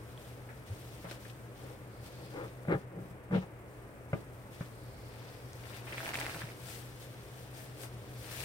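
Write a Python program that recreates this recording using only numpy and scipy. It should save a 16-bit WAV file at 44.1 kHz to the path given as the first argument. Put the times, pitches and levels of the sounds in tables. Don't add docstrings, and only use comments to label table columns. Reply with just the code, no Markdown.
import sys
import numpy as np
from scipy import signal
from scipy.fft import rfft, irfft, next_fast_len
from scipy.io import wavfile
from scipy.ndimage import uniform_filter1d

SR = 44100
rng = np.random.default_rng(int(sys.argv[2]) if len(sys.argv) > 2 else 0)


def materialize(psi):
    bounded = np.clip(np.atleast_2d(psi).T, -1, 1)
    quanta = np.round(bounded * 32767).astype(np.int16)
    wavfile.write(sys.argv[1], SR, quanta)


N = 372204
TIME = np.arange(N) / SR

# f/Hz, correlation
ROOM_COHERENCE = [(60, 0.91), (130, 0.96), (290, 0.55), (640, 1), (1400, 0.1), (15000, 0)]
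# f/Hz, gain/dB
SPRAY_SPECTRUM = [(400, -20.5), (900, -1), (1500, -4.5), (2200, -9.5), (3000, -21), (4000, -28),
                  (5300, -35), (9000, -69)]


def gain_of(db):
    return 10 ** (np.asarray(db) / 20)


def at_hz(points, hz):
    f, value = np.transpose(points)
    return np.interp(np.log(hz + 1), np.log(f + 1), value)


def envelope(rows, column=1):
    rows = np.asarray(rows)
    inside = (TIME >= rows[0, 0]) & (TIME <= rows[-1, 0])
    return gain_of(np.interp(TIME, rows[:, 0], rows[:, column])) * inside


def unit_rms(x):
    return x / np.sqrt(np.mean(x.mean(0) ** 2) + 1e-20)


def steadied(x, span_s):
    x, size = unit_rms(x), max(int(span_s * SR), 8)
    power = uniform_filter1d(uniform_filter1d(x.mean(0) ** 2, size), size)
    return x / np.sqrt(abs(power) + 1e-6)


def add(mix, start_s, sound):
    part = mix[:, max(round(start_s * SR), 0):][:, :sound.shape[1]]
    part += sound[:, :part.shape[1]]


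def coloured(x, spectrum):
    log_gain = np.log(gain_of(at_hz(spectrum, abs(np.fft.fftfreq(2048, 1 / SR)))))
    taps = np.fft.ifft(np.exp(np.conj(signal.hilbert(log_gain)))).real
    return signal.oaconvolve(x, taps[None], axes=1)[:, :x.shape[1]]


def placed(x, lead_ms, left_db):
    size = next_fast_len(len(x) + 64)
    delay = np.exp(-2j * np.pi * np.fft.rfftfreq(size, 1000 / SR) * lead_ms)
    late = irfft(rfft(x, size) * delay, size)[:len(x)]
    return np.array([x * gain_of(left_db / 2), late * gain_of(-left_db / 2)])


def panned(x, left_db):
    pair = gain_of([[left_db / 2], [-left_db / 2]])
    return x * pair / np.sqrt(np.mean(pair ** 2))


def fan(rush_db=-51, lead_ms=0.21, swell=0.28):
    # f/Hz, gain/dB
    rush_spectrum = [(26, -55), (37, 1), (50, 4.5), (90, 6), (150, 0.5), (250, -1), (400, 0), (520, 0),
                     (800, -7), (1300, -10), (2300, -15.5), (3600, -30), (7000, -57), (16000, -42)]
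    # f/Hz, level/dB, half-width/Hz
    hum_tones = [(121.3, -49, 8), (60.6, -87, 7.9), (309, -65, 9.3), (397, -66, 0.82), (487, -65.5, 11)]
    # t/s, gain/dB
    hum_drift = [(0, -1.5), (1.2, -3), (2.4, -1), (3.3, -5), (5, -2.5), (6.6, 0), (7.2, -2.5), (8.45, 2)]
    size = next_fast_len(N)
    hz = np.fft.rfftfreq(size, 1 / SR)
    left, unrelated, hum_noise = rng.standard_normal((3, len(hz))) + 1j * rng.standard_normal((3, len(hz)))
    coherence = at_hz(ROOM_COHERENCE, hz)
    delay = np.exp(-2j * np.pi * hz * lead_ms / 1000)
    right = coherence * left * delay + np.sqrt(1 - coherence ** 2) * unrelated
    rush = irfft(np.array([left, right]) * gain_of(at_hz(rush_spectrum, hz)), size)[:, :N]
    hum = np.zeros(N)
    for f, db, width in hum_tones:
        band = hum_noise / (1 + (1.05 * (hz - f) / width) ** 4)
        hum += gain_of(db) * steadied(irfft(band, size)[None, :N], 0.15)[0]
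    knots = np.arange(0, N / SR, .09)
    waver = 1 + swell * np.interp(TIME, knots, rng.uniform(-0.13, 1, len(knots)))
    hum = placed(hum * waver * envelope(hum_drift), lead_ms, left_db=1.9)
    return gain_of(rush_db) * unit_rms(rush) * gain_of([[.9], [-.9]]) + hum


def room(x):
    # f/Hz, T60/s
    decay_times = [(150, 0.13), (1000, 0.15), (4000, 0.078), (14000, 0.065)]
    t = np.arange(SR // 2) / SR
    reflections = rng.standard_normal((2, len(t))) * (t > .004)
    hz, when, (left, unrelated) = signal.stft(reflections, SR, nperseg=256)
    coherence = at_hz(ROOM_COHERENCE, hz)[:, None]
    right = coherence * left + np.sqrt(1 - coherence ** 2) * unrelated
    decay = gain_of(-60 * when / at_hz(decay_times, hz)[:, None])
    tail = signal.istft(np.array([left, right]) * decay, SR, nperseg=256)[1]
    return signal.fftconvolve(x, tail / np.linalg.norm(tail[0]), axes=1)[:, :N]


def bubble(hz, cycles, glide=0.031):
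    t = np.maximum(np.arange(1200) - 24, 0) / SR
    age = t * hz / cycles
    return np.sin(2 * np.pi * hz * t * (1 + glide * np.tanh(age))) * np.exp(-age)


def swarm(rate, low_hz, high_hz, cycles, spread_db, clump_db, lead_ms, scatter_ms, left_db, sizes):
    out = np.zeros((2, N))
    knots = np.arange(0, N / SR, .012)
    clumps = np.interp(TIME, knots, gain_of(clump_db * rng.standard_normal(len(knots))))
    places = rng.permutation(np.linspace(-1, 1, sizes))
    for hz, place in zip(np.geomspace(low_hz, high_hz, sizes), places):
        strength = rng.choice([-1, 1], N) * gain_of(spread_db * np.minimum(rng.exponential(1, N), 4.5))
        clicks = strength * (rng.random(N) < clumps * rate / sizes / SR)
        ring = placed(bubble(hz, cycles) * hz, lead_ms + scatter_ms * place, left_db)
        out += signal.oaconvolve(clicks[None], ring, axes=1)[:, :N]
    return out


def foam():
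    # f/Hz, gain/dB
    spectrum = [(1500, -14), (3500, -7), (7400, -4.5), (8200, -1), (10000, -5), (13000, 3.5), (15500, 2)]
    fizz = swarm(16000, 3450, 11800, cycles=1.1, spread_db=-0.5, clump_db=2.5,
                 lead_ms=0.07, scatter_ms=0.16, left_db=1.0, sizes=14)
    return gain_of(1.34) * steadied(coloured(fizz, spectrum), 0.27)


def pores():
    # f/Hz, gain/dB
    spectrum = [(900, -12), (2500, 1.5), (4000, -1), (5200, -4.5), (6500, -6.5), (7600, -15.5),
                (10000, -27), (15000, -27)]
    sizzle = swarm(7000, 1040, 7400, cycles=2.3, spread_db=-1, clump_db=2.2,
                   lead_ms=0.082, scatter_ms=0.23, left_db=-2.5, sizes=16)
    return gain_of(0.83) * steadied(coloured(sizzle, spectrum), 0.066)


def soaks(octaves=0.2):
    # t/s, level/dB, f/Hz
    fillings = [
        [(1.9, -76, 4450), (2.15, -70, 4440), (2.3, -69.5, 4600), (2.55, -90, 4680)],
        [(4.72, -74, 4240), (4.86, -71.5, 4400), (5.28, -73, 4830), (5.6, -73, 5400)],
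    ]
    out = np.zeros((2, N))
    for rows in map(np.array, fillings):
        crackle = rng.standard_normal((2, N)) * (rng.random(N) < .1)
        hz, when, spectra = signal.stft(crackle, SR, nperseg=256)
        centre_hz = np.interp(when, rows[:, 0], rows[:, 2])
        band = np.exp(-.5 * (np.log2((hz[:, None] + 1) / centre_hz) / octaves) ** 2)
        sizzle = signal.istft(spectra * band, SR, nperseg=256)[1][:, :N]
        out += envelope(rows) * unit_rms(sizzle)
    return out


def smacks():
    # t/s, level/dB, f/Hz, width/octaves, rise/s, fade/s
    contacts = [(0.483, -56.5, 1720, 0.39, 0.0078, 0.033), (1.040, -48.5, 596, 1.24, 0.005, 0.056),
                (1.097, -51, 3200, 0.76, 0.0018, 0.0063), (1.108, -48.5, 1500, 1.6, 0.004, 0.009),
                (1.250, -54, 1600, 0.62, 0.0022, .012), (1.297, -53, 2770, 0.69, 0.00092, .006),
                (2.056, -55, 2400, 1.7, 0.0034, 0.011), (3.331, -51, 2750, 0.4, 0.021, 0.022),
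                (4.130, -52, 2290, 0.41, .001, 0.0097), (4.132, -37.5, 250, 0.94, 0.0032, 0.026),
                (4.605, -49, 1290, 0.63, 0.0012, 0.016), (5.868, -49.5, 2190, 0.46, 0.0034, 0.023),
                (5.921, -47, 2180, 0.44, 0.0043, 0.012), (5.969, -47, 2300, 0.55, .006, 0.017),
                (6.055, -51, 900, 0.8, 0.0095, 0.034), (6.139, -44, 2300, 0.86, 0.0027, 0.013),
                (6.168, -50, 840, 0.31, 0.0061, 0.051), (6.199, -42, 4500, 1.2, .001, .0055),
                (6.408, -46.5, 1800, 0.62, .005, 0.014)]
    out, t = np.zeros((2, N)), np.arange(SR // 5) / SR
    hz = np.fft.rfftfreq(len(t), 1 / SR) + 1
    for start, db, centre_hz, octaves, rise, fade in contacts:
        impulses = rng.standard_normal((2, len(t))) * (rng.random(len(t)) < .12)
        band = np.exp(-.5 * (np.log2(hz / centre_hz) / octaves) ** 2)
        crackle = unit_rms(irfft(rfft(impulses) * band, len(t)))
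        spurt = (1 - np.exp(-(t / rise) ** 2)) * np.exp(-t / fade)
        add(out, start, gain_of(db) * crackle * spurt / spurt.max())
    return out


def squelch():
    # f/Hz, gain/dB
    spectrum = [(120, -1), (300, 7), (750, 8), (1200, 4), (1700, 8), (2600, 5), (3300, -4.5), (5000, 0.5),
                (12000, -41)]
    bursts = swarm(3000, 262, 4680, cycles=0.96, spread_db=4.5, clump_db=2.0,
                   lead_ms=0.072, scatter_ms=0.32, left_db=1.0, sizes=20)
    return gain_of(-0.5) * steadied(coloured(bursts, spectrum), 0.45)


def stroke(start, length, rise_s=0.018, fade_s=0.032):
    age = np.maximum(TIME - start, 0)
    onset = 1 - np.exp(-np.minimum(age / rise_s, 10) ** 2)
    return onset * np.exp(-np.minimum(np.maximum(age - length, 0) / fade_s, 20))


def flex(peak, swell, relax, roundness=1.39):
    distance = np.maximum((peak - TIME) / swell, (TIME - peak) / relax)
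    return np.exp(-np.minimum(distance, 10) ** roundness)


def handling():
    # t/s, foam/dB, pores/dB
    resting = [(0, -68, -70), (2.7, -69.5, -74), (2.87, -74.5, -98), (4.45, -69.5, -74),
               (4.7, -67.5, -72.5), (6.6, -64, -64.5), (8.44, -68, -66)]
    # t/s, length/s, foam/dB, pores/dB
    strokes = [(.07, .05, -68, -69), (0.168, 0.16, -66.5, -66.5), (0.644, .4, -65.5, -65),
               (1.06, 0.094, -62.5, -61), (1.184, 0.12, -64.5, -64), (1.535, 0.2, -69, -66.5),
               (2.01, 0.071, -65, -63.5), (2.093, 0.39, -69, -65.5), (2.696, 0.12, -70.5, -70),
               (2.968, 0.15, -71.5, -75), (3.304, 0.12, -70.5, -64), (3.663, .17, -75, -77),
               (4.1, 0.11, -72.5, -69), (4.31, 0.1, -72, -82), (4.5, 0.16, -66.5, -64.5)]
    # peak t/s, swell/s, relax/s, foam/dB, pores/dB, squelch/dB
    flexes = [(5.26, 0.22, 0.16, -86, -64, -59.5), (5.77, 0.18, 0.055, -60.5, -58, -52.5),
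              (6.71, 0.085, 0.11, -52, -55, -55), (7.03, 0.043, 0.039, -59, -60.5, -72),
              (7.4, 0.07, 0.034, -61.5, -65, -72), (7.575, 0.045, 0.12, -58, -63, -57.5),
              (7.837, 0.053, 0.033, -52.5, -58.5, -52), (8.44, 0.19, .1, -48.5, -50.5, -48.5)]
    # t/s, level/dB
    wring_effort = [(5.84, -63), (5.882, -57), (6.084, -48.5), (6.13, -55), (6.14, -48.5), (6.412, -53),
                    (6.54, -64.5)]
    stroke_shapes = np.array([stroke(*row[:2]) for row in strokes])
    flex_shapes = np.array([flex(*row[:3]) for row in flexes])
    at_rest = np.array([envelope(resting, column=1), envelope(resting, column=2)]) ** 2
    in_bin = at_rest + gain_of(np.array(strokes)[:, 2:].T) ** 2 @ stroke_shapes ** 2
    flexed = gain_of(np.array(flexes)[:, 3:].T) ** 2 @ flex_shapes ** 2
    wrung = (gain_of([[-4.5], [-4.5], [5.5]]) * envelope(wring_effort)) ** 2
    power = np.zeros((3, 2, N))
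    for part, left_db in (in_bin, 5), (flexed, 6.5), (wrung, 0.5):
        power[:len(part)] += part[:, None] * panned(0.98, left_db) ** 2
    return np.sqrt(power)


def pops():
    # t/s, level/dB, f/Hz, decay/cycles
    bursts = [(0.176, -42, 3220, 5), (1.112, -32, 4180, 1.1), (1.299, -42, 3020, 1.1),
              (5.532, -35.5, 6200, 1.3), (5.772, -38, 2200, 1.2), (5.981, -24.5, 2180, 2),
              (6.004, -28, 1500, 1.3), (6.065, -25, 2060, 0.92), (6.090, -21.5, 2460, 0.79),
              (6.136, -26, 2110, 2), (6.1425, -22, 1740, 1.2), (6.1544, -19.5, 2320, 1.7),
              (6.173, -24, 5500, .6), (6.201, -26, 3600, 0.71), (6.213, -30, 1980, 2.5),
              (6.265, -21, 1890, 1), (6.345, -34, 1420, 1.8), (6.418, -30, 1680, 2.2),
              (6.489, -36, 2140, 1.8)]
    out = np.zeros((2, N))
    for (start, db, hz, cycles), place in zip(bursts, rng.standard_normal(len(bursts))):
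        pop = bubble(hz, cycles) + 0.33 * bubble(7000, 0.79)
        add(out, start, placed(gain_of(db) * pop, lead_ms=0.038 + 0.087 * place, left_db=-1.0))
    return out


def bin_ring(contact_s=0.0024):
    # f/Hz, level/dB, T60/s
    modes = [(363, -10.5, 0.062), (456, -3, 0.044), (574, 16, 0.037), (760, -1, 0.067), (984, -6, 0.12),
             (1200, -1, 0.062), (1454, 11.5, 0.02), (1650, -7, 0.051), (1840, -22, 0.12),
             (2067, 9.5, 0.019), (2353, -8, 0.089)]
    t = np.arange(SR // 4) / SR
    ring = sum((-1) ** k * gain_of(db - 60 * t / t60) * np.sin(2 * np.pi * hz * t)
               for k, (hz, db, t60) in enumerate(modes))
    ring = placed(ring, lead_ms=0.17, left_db=1.3) * (1 - np.exp(-(t / contact_s) ** 2))
    return ring / abs(ring).max()


def airflow():
    # t/s, length/s, throb/dB, splutter/dB, spray/dB
    pushes = [(1.532, 0.29, -62, -51.5, -68), (2.141, 0.16, -52, -50.5, -70),
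              (2.285, 0.23, -48.5, -39, -51.5), (2.659, 0.13, -30, -28.5, -41),
              (2.877, 0.21, -41.5, -48.5, -73), (3.295, 0.11, -19, -30, -44),
              (3.395, 0.078, -48, -48.5, -57)]
    out = np.zeros((3, N))
    for start, length, throb_db, splutter_db, spray_db in pushes:
        progress = np.arange(0, 1, 1 / (length * SR))
        arch = abs(np.sin(np.pi * progress))
        late_arch = abs(np.sin(np.pi * progress ** 1.22))
        throb = gain_of(throb_db) * late_arch ** 1.64
        splutter = gain_of(splutter_db) * arch ** 2.1
        spray = gain_of(spray_db) * arch ** 2.8
        add(out, start, np.array([throb, splutter, spray]))
    return out


def presses(wander=0.0506):
    # f/Hz, level/dB
    pockets = [(186, -0.5), (145, -6.5), (112, -16), (240, -19)]
    # f/Hz, gain/dB
    splutter_spectrum = [(120, -13), (260, -6), (350, 2.5), (460, 0), (590, -12), (780, -8), (1200, -36),
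                         (3000, -53.5)]
    throb_gain, splutter_gain, spray_gain = airflow()
    knots = np.arange(0, N / SR, .008)
    phases = []
    for hz, _ in pockets:
        drift = np.interp(TIME, knots, rng.standard_normal(len(knots)))
        phases.append(2 * np.pi * np.cumsum(hz * (1 + wander * drift)) / SR)
    throb = sum(gain_of(db) * np.sin(phase) for (_, db), phase in zip(pockets, phases))
    throb = throb_gain * unit_rms(placed(throb, lead_ms=0.1, left_db=.2))
    spits = swarm(7000, 221, 4260, cycles=1.2, spread_db=2.5, clump_db=1.0,
                  lead_ms=0.21, scatter_ms=0.056, left_db=5.0, sizes=18)
    spits *= 1 + .5 * np.sin(phases[0])
    spits += gain_of(-15) / 4 * signal.oaconvolve(spits, bin_ring(), axes=1)[:, :N]
    splutter = splutter_gain * steadied(coloured(spits, splutter_spectrum), 0.0024)
    spray = spray_gain * steadied(coloured(spits, SPRAY_SPECTRUM), 0.0089)
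    return gain_of(-4.0) * throb + gain_of(-1.0) * splutter + gain_of(3.5) * spray


def gulps(sag=0.1, sag_s=0.12, slap_t60=0.047):
    # t/s, level/dB, f/Hz, T60/s, rise/s, slap/dB
    escapes = [(0.698, -22, 96, 0.11, 0.016, -49), (1.043, -34.5, 168, 0.084, 0.0051, -38),
               (1.111, -33, 333, 0.032, .002, -35.5), (2.650, -43, 170, .05, .003, -37.5),
               (2.6825, -11, 165, 0.051, 0.0068, -30), (2.721, -14, 350, 0.039, 0.0022, -32),
               (2.747, -20.5, 131, 0.089, 0.0032, -48), (2.916, -43, 328, 0.085, .003, -47),
               (2.972, -33, 170, .14, 0.0044, -53), (2.987, -35, 300, .05, .002, -42),
               (3.107, -33.5, 168, 0.068, 0.006, -66), (3.309, -29, 190, .05, .002, -34),
               (4.1299, -15, 128, 0.047, 0.0046, -21.5), (4.608, -20, 155, 0.036, 0.0027, -36.5),
               (6.346, -33, 155, 0.094, 0.008, -46), (6.434, -29, 138, 0.081, 0.014, -56)]
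    out, ring = np.zeros((2, N)), bin_ring()
    t = np.arange(ring.shape[1]) / SR
    for start, db, hz, t60, rise, slap_db in escapes:
        phase = 2 * np.pi * np.cumsum(hz * (1 - sag / 2 + sag * np.exp(-t / sag_s))) / SR
        pocket = gain_of(db - 60 * t / t60) * (1 - np.exp(-t / rise)) * np.sin(phase)
        splash = coloured(rng.standard_normal((2, len(t))) * gain_of(-60 * t / slap_t60), SPRAY_SPECTRUM)
        slap = gain_of(slap_db) * (ring + gain_of(-8.0) * splash)
        add(out, start, placed(pocket, lead_ms=0.075, left_db=0.58) + slap)
    return out


def scene():
    foam_gain, pore_gain, squelch_gain = handling()
    suds = foam_gain * foam() + pore_gain * pores() + squelch_gain * squelch()
    direct = suds + soaks() + panned(smacks(), left_db=4.0) + presses() + gulps() + pops()
    return direct + gain_of(-12.0) * room(direct) + fan()


def record(dry, edge_hz=15880):
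    # f/Hz, gain/dB
    left_response = [(200, -1.22), (400, -2.5), (1500, -0.5), (7000, -0.73), (10000, 0), (13000, -2.8),
                     (15500, -2)]
    # f/Hz, gain/dB
    right_response = [(200, -1), (400, -0.5), (1500, 0), (7000, 0.1), (9500, 3.2), (11400, 1.3),
                      (12900, -4), (13400, -13.5), (15500, 5)]
    heard = np.vstack([coloured(dry[:1], left_response), coloured(dry[1:], right_response)])
    low_pass = signal.firwin(511, edge_hz, window=("kaiser", 9), fs=SR)
    return signal.oaconvolve(heard, low_pass[None], "same")


dry = scene()
out = record(dry)
materialize(out)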